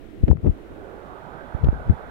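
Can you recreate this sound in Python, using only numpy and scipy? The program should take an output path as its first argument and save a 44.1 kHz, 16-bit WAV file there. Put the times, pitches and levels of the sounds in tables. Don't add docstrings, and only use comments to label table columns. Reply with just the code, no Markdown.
import sys
import numpy as np
from scipy import signal
from scipy.fft import rfft, irfft, next_fast_len
from scipy.io import wavfile
from scipy.ndimage import uniform_filter1d, minimum_filter1d, map_coordinates

SR = 44100
rng = np.random.default_rng(int(sys.argv[2]) if len(sys.argv) > 2 else 0)


def inscribe(sig):
    pcm = np.round(np.clip(np.atleast_2d(sig).T, -1, 1) * 32767)
    wavfile.write(sys.argv[1], SR, pcm.astype(np.int16))


N = 92610
TIME = np.arange(N) / SR

# time in seconds, swell (0 is far and dull, 1 is full).
RUSH_SWELL = [(0, -0.012), (.2, -0.15), (.45, 0.24), (.65, 0.45), (.85, 0.71), (1.08, 0.86), (1.35, 1.01),
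              (1.7, 1.02), (2.1, 1.05)]
# frequency in Hz, spectral level in dB.
FAR_SPECTRUM = [(40, 2.5), (170, -10), (330, 2), (500, -12.5), (700, -10.5), (900, -26), (1400, -23.5),
                (2000, -39.5), (3000, -49.5), (6000, -64.5), (16000, -80)]
FULL_SPECTRUM = [(40, -7), (220, -0.5), (480, 0), (880, -1), (1050, -8.5), (1220, -3), (1540, -5),
                 (1850, -19.5), (2300, -22.5), (2850, -35.5), (3400, -29.5), (4000, -36), (6000, -51.5),
                 (16000, -82.5)]
# time in seconds, centre in Hz, level in dB.
HOLLOW_TONE = [(0, 297, -52.5), (.18, 313, -40.5), (.5, 300, -41), (.7, 327, -44.5), (.85, 390, -39.5),
               (1.1, 400, -50.5), (1.4, 454, -53)]
# frequency in Hz, gain in dB.
LEFT_SHADE = [(100, -17.5), (400, -17.5), (850, -13), (1100, -12.5), (1500, -11.5), (3000, -8.5)]
# frequency in Hz, phase in radians.
LEFT_LEAD = [(200, 1.5), (800, -0.8), (1050, 1.4), (1300, 3.5), (1700, 4), (2200, 8)]


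def rush(full_db=-36.5, hollow_q=2.2):
    def broad(hz, s):
        swell = np.interp(s, *np.transpose(RUSH_SWELL))
        far, full = along(FAR_SPECTRUM, hz), along(FULL_SPECTRUM, hz)
        blend_db = swell * full + (1 - swell) * far
        return amp(full_db + blend_db) / np.sqrt(np.mean(amp(full) ** 2))

    def hollow(hz, s):
        when, centre_hz, db = np.transpose(HOLLOW_TONE)
        ratio = (hz + 1) / np.interp(s, when, centre_hz)
        peak = 1 / (1 + (hollow_q * (ratio - 1 / ratio) / 2) ** 2) ** 2
        return amp(np.interp(s, when, db)) * peak / np.sqrt(np.mean(peak ** 2, axis=0))

    right = moving_noise(broad, patchy_db=1.79) + moving_noise(hollow, patchy_db=2.0)
    left = filtered(right, lambda hz: amp(along(LEFT_SHADE, hz)) * np.exp(1j * along(LEFT_LEAD, hz)))
    return np.array([left, right])


# middle and half length in seconds,
# left and right level in dB, upper edge in Hz.
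PORT_GUSTS = [(0.225, 0.034, -34.5, -32, 158), (0.286, 0.0058, -16.5, -14.5, 303),
              (0.336, 0.021, -15.5, -26.5, 179), (.382, 0.013, -24, -38.5, 130),
              (0.442, 0.0078, -16.5, -28.5, 160), (0.471, 0.012, -14, -21.5, 324),
              (0.5, 0.028, -24, -24.5, 64), (0.713, 0.02, -54, -36.5, 408), (1.658, 0.022, -16.5, -27, 128),
              (1.737, 0.054, -25.5, -36.5, 80.2), (1.905, 0.023, -22.5, -18.5, 120)]


def gusts(flutter_db=0.5):
    out = np.zeros((2, N))
    for middle, half_length, left_db, right_db, edge_hz in PORT_GUSTS:
        envelope = np.exp(-((TIME - middle) / half_length) ** 2 / 2)
        for port, db in enumerate((left_db, right_db)):
            push = rng.standard_normal(N) * envelope * amp(flutter_db * wobble(150))
            flow = band(push, low_hz=45.6, low_order=2, high_hz=edge_hz, high_order=3.22)
            out[port] += amp(db) * unit(flow) * np.sqrt(np.mean(envelope ** 2))
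    return out


# time in seconds, left and right peak in dB,
# build-up and collapse time constants in seconds.
EDDY_THUMPS = [(0.2374, 0, -37, 0.0023, 0.0012), (0.2358, -39.5, -10, .0008, 0.00044),
               (0.3027, 1, -26, 0.003, 0.00043), (0.3164, 8.5, -9, .005, 0.00081),
               (.3303, -2, -33, 0.00074, 0.00027), (0.4715, -1.5, -30, 0.006, 0.00029),
               (0.4956, -2.5, -26, 0.011, .0008), (1.5488, -31, -12.5, 0.0014, 0.0012),
               (1.638, -5, -44, 0.0027, 0.0013), (1.671, -20.5, -11, 0.0017, 0.00025),
               (1.688, -20, 1.5, 0.006, 0.0007), (1.729, -8.5, -38, 0.013, 0.00025),
               (1.8976, 0.5, -42, 0.0015, 0.0012), (1.9085, -4, -24, 0.0029, 0.00065)]


def thumps():
    def port_response(hz):
        bass_cut = -hz ** 2 * resonance(hz, centre_hz=59, q=1.22)
        cavity = resonance(hz, centre_hz=520, q=1.5)
        return bass_cut * cavity

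    out = np.zeros((2, N))
    for when, left_db, right_db, build, collapse in EDDY_THUMPS:
        suction = -np.exp(-np.logaddexp((when - TIME) / build, (TIME - when) / collapse))
        thump = filtered(suction, port_response)
        out += np.outer([amp(left_db), -amp(right_db)], thump / np.abs(thump).max())
    return out


# time in seconds, left and right level in dB, upper edge in Hz.
PORT_CRACKLES = [(.282, -28.5, -41.5, 2135), (.288, -41.5, -36.5, 1500), (0.307, -47, -51.5, 12000),
                 (0.314, -13.5, -30.5, 523), (0.318, -45.5, -49, 8000), (.331, -23.5, -41.5, 850),
                 (0.371, -31.5, -44, 1710), (.448, -19, -31.5, 516), (0.467, -30, -37.5, 1410),
                 (1.645, -38, -48, 3170), (1.645, -15, -37, 555), (1.671, -23, -27.5, 716),
                 (1.6866, -15.5, -18.5, 620), (1.897, -30.5, -39.5, 1700)]


def crackles(fade_s=0.0013):
    out = np.zeros((2, N))
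    for when, left_db, right_db, edge_hz in PORT_CRACKLES:
        envelope = np.exp(-np.abs(TIME - when) / fade_s)
        for port, db in enumerate((left_db, right_db)):
            burst = rng.standard_normal(N) * envelope
            grit = band(burst, low_hz=146, low_order=1, high_hz=edge_hz, high_order=3.1)
            out[port] += amp(db) * unit(grit) * np.sqrt(np.mean(envelope ** 2))
    return out


# time in seconds, gain in dB.
DRAUGHT_STRENGTH = [(0, -0.5), (.6, 3), (1, -0.5), (1.4, -2), (2.05, 3.5)]
# frequency in Hz, spectral level in dB.
RUMBLE_SPECTRUM = [(20, -6), (45, 7), (80, -3), (160, -17.5), (400, -28), (2000, -60)]


def draught(left_db=-48.5, right_db=-55.5, waver_db=3.0):
    strength_db = np.interp(TIME, *np.transpose(DRAUGHT_STRENGTH))
    return np.array([amp(db + strength_db + waver_db * wobble(3)) * noise(RUMBLE_SPECTRUM)
                     for db in (left_db, right_db)])


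# frequency in Hz, spectral level in dB.
LEFT_HISS_SPECTRUM = [(100, -1.5), (350, -7.5), (550, -4), (1100, -9.5), (1900, -7.5), (2700, -11.5),
                      (4000, -19), (4700, -26.5), (7000, -30.5), (15500, -33.5)]
RIGHT_HISS_SPECTRUM = [(100, 2.5), (1500, -5), (2600, -4), (4500, -8.5), (7000, -11), (15500, -14)]


def hiss(left_db=-53.5, right_db=-66):
    return np.array([amp(left_db) * noise(LEFT_HISS_SPECTRUM),
                     amp(right_db) * noise(RIGHT_HISS_SPECTRUM)])


def amp(db):
    return 10 ** (np.asarray(db) / 20)


def unit(x):
    return x / np.sqrt(np.mean(x ** 2) + 1e-20)


def along(points, hz):
    point_hz, values = np.transpose(points)
    return np.interp(np.log(hz + 1), np.log(point_hz + 1), values)


def wobble(rate):
    return map_coordinates(rng.standard_normal(N // 20), [TIME * rate], mode="wrap")


def resonance(hz, centre_hz, q):
    return 1 / (1 - (hz / centre_hz) ** 2 + 1j * hz / (centre_hz * q))


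def filtered(x, response):
    size = next_fast_len(N + SR // 2)
    return irfft(rfft(x, size) * response(np.fft.rfftfreq(size, 1 / SR)), size)[..., :N]


def band(x, low_hz, low_order, high_hz, high_order):
    return filtered(x, lambda hz: (hz / np.hypot(hz, low_hz)) ** low_order
                    / np.hypot(1, (hz / high_hz) ** high_order))


def noise(spectrum):
    return unit(filtered(rng.standard_normal(N), lambda hz: amp(along(spectrum, hz))))


def moving_noise(gain, patchy_db, size=1024):
    hz, s, white = signal.stft(rng.standard_normal(N), SR, nperseg=size)
    patches = uniform_filter1d(rng.standard_normal(white.shape), size=5, axis=0)
    patches = unit(uniform_filter1d(patches, size=6, axis=1))
    coloured = white * gain(hz[:, None], s) * amp(patchy_db * patches)
    return signal.istft(coloured, SR, nperseg=size)[1][:N]


def limiter(x, ceiling_db, release_db_per_s, size=129):
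    peak_db = 20 * np.log10(np.abs(x).max(axis=0) + 1e-9)
    over_db = np.maximum(peak_db - ceiling_db, 0)
    climb_db = release_db_per_s * TIME
    gain_db = climb_db - np.maximum.accumulate(over_db + climb_db)
    return x * amp(uniform_filter1d(minimum_filter1d(gain_db, size), size))


def scene():
    return rush() + gusts() + thumps() + crackles() + draught() + hiss()


def record(dry, top_hz=16000):
    limited = limiter(dry, ceiling_db=-0.9, release_db_per_s=72)
    return filtered(limited, lambda hz: hz < top_hz)


dry = scene()
out = record(dry)
inscribe(out)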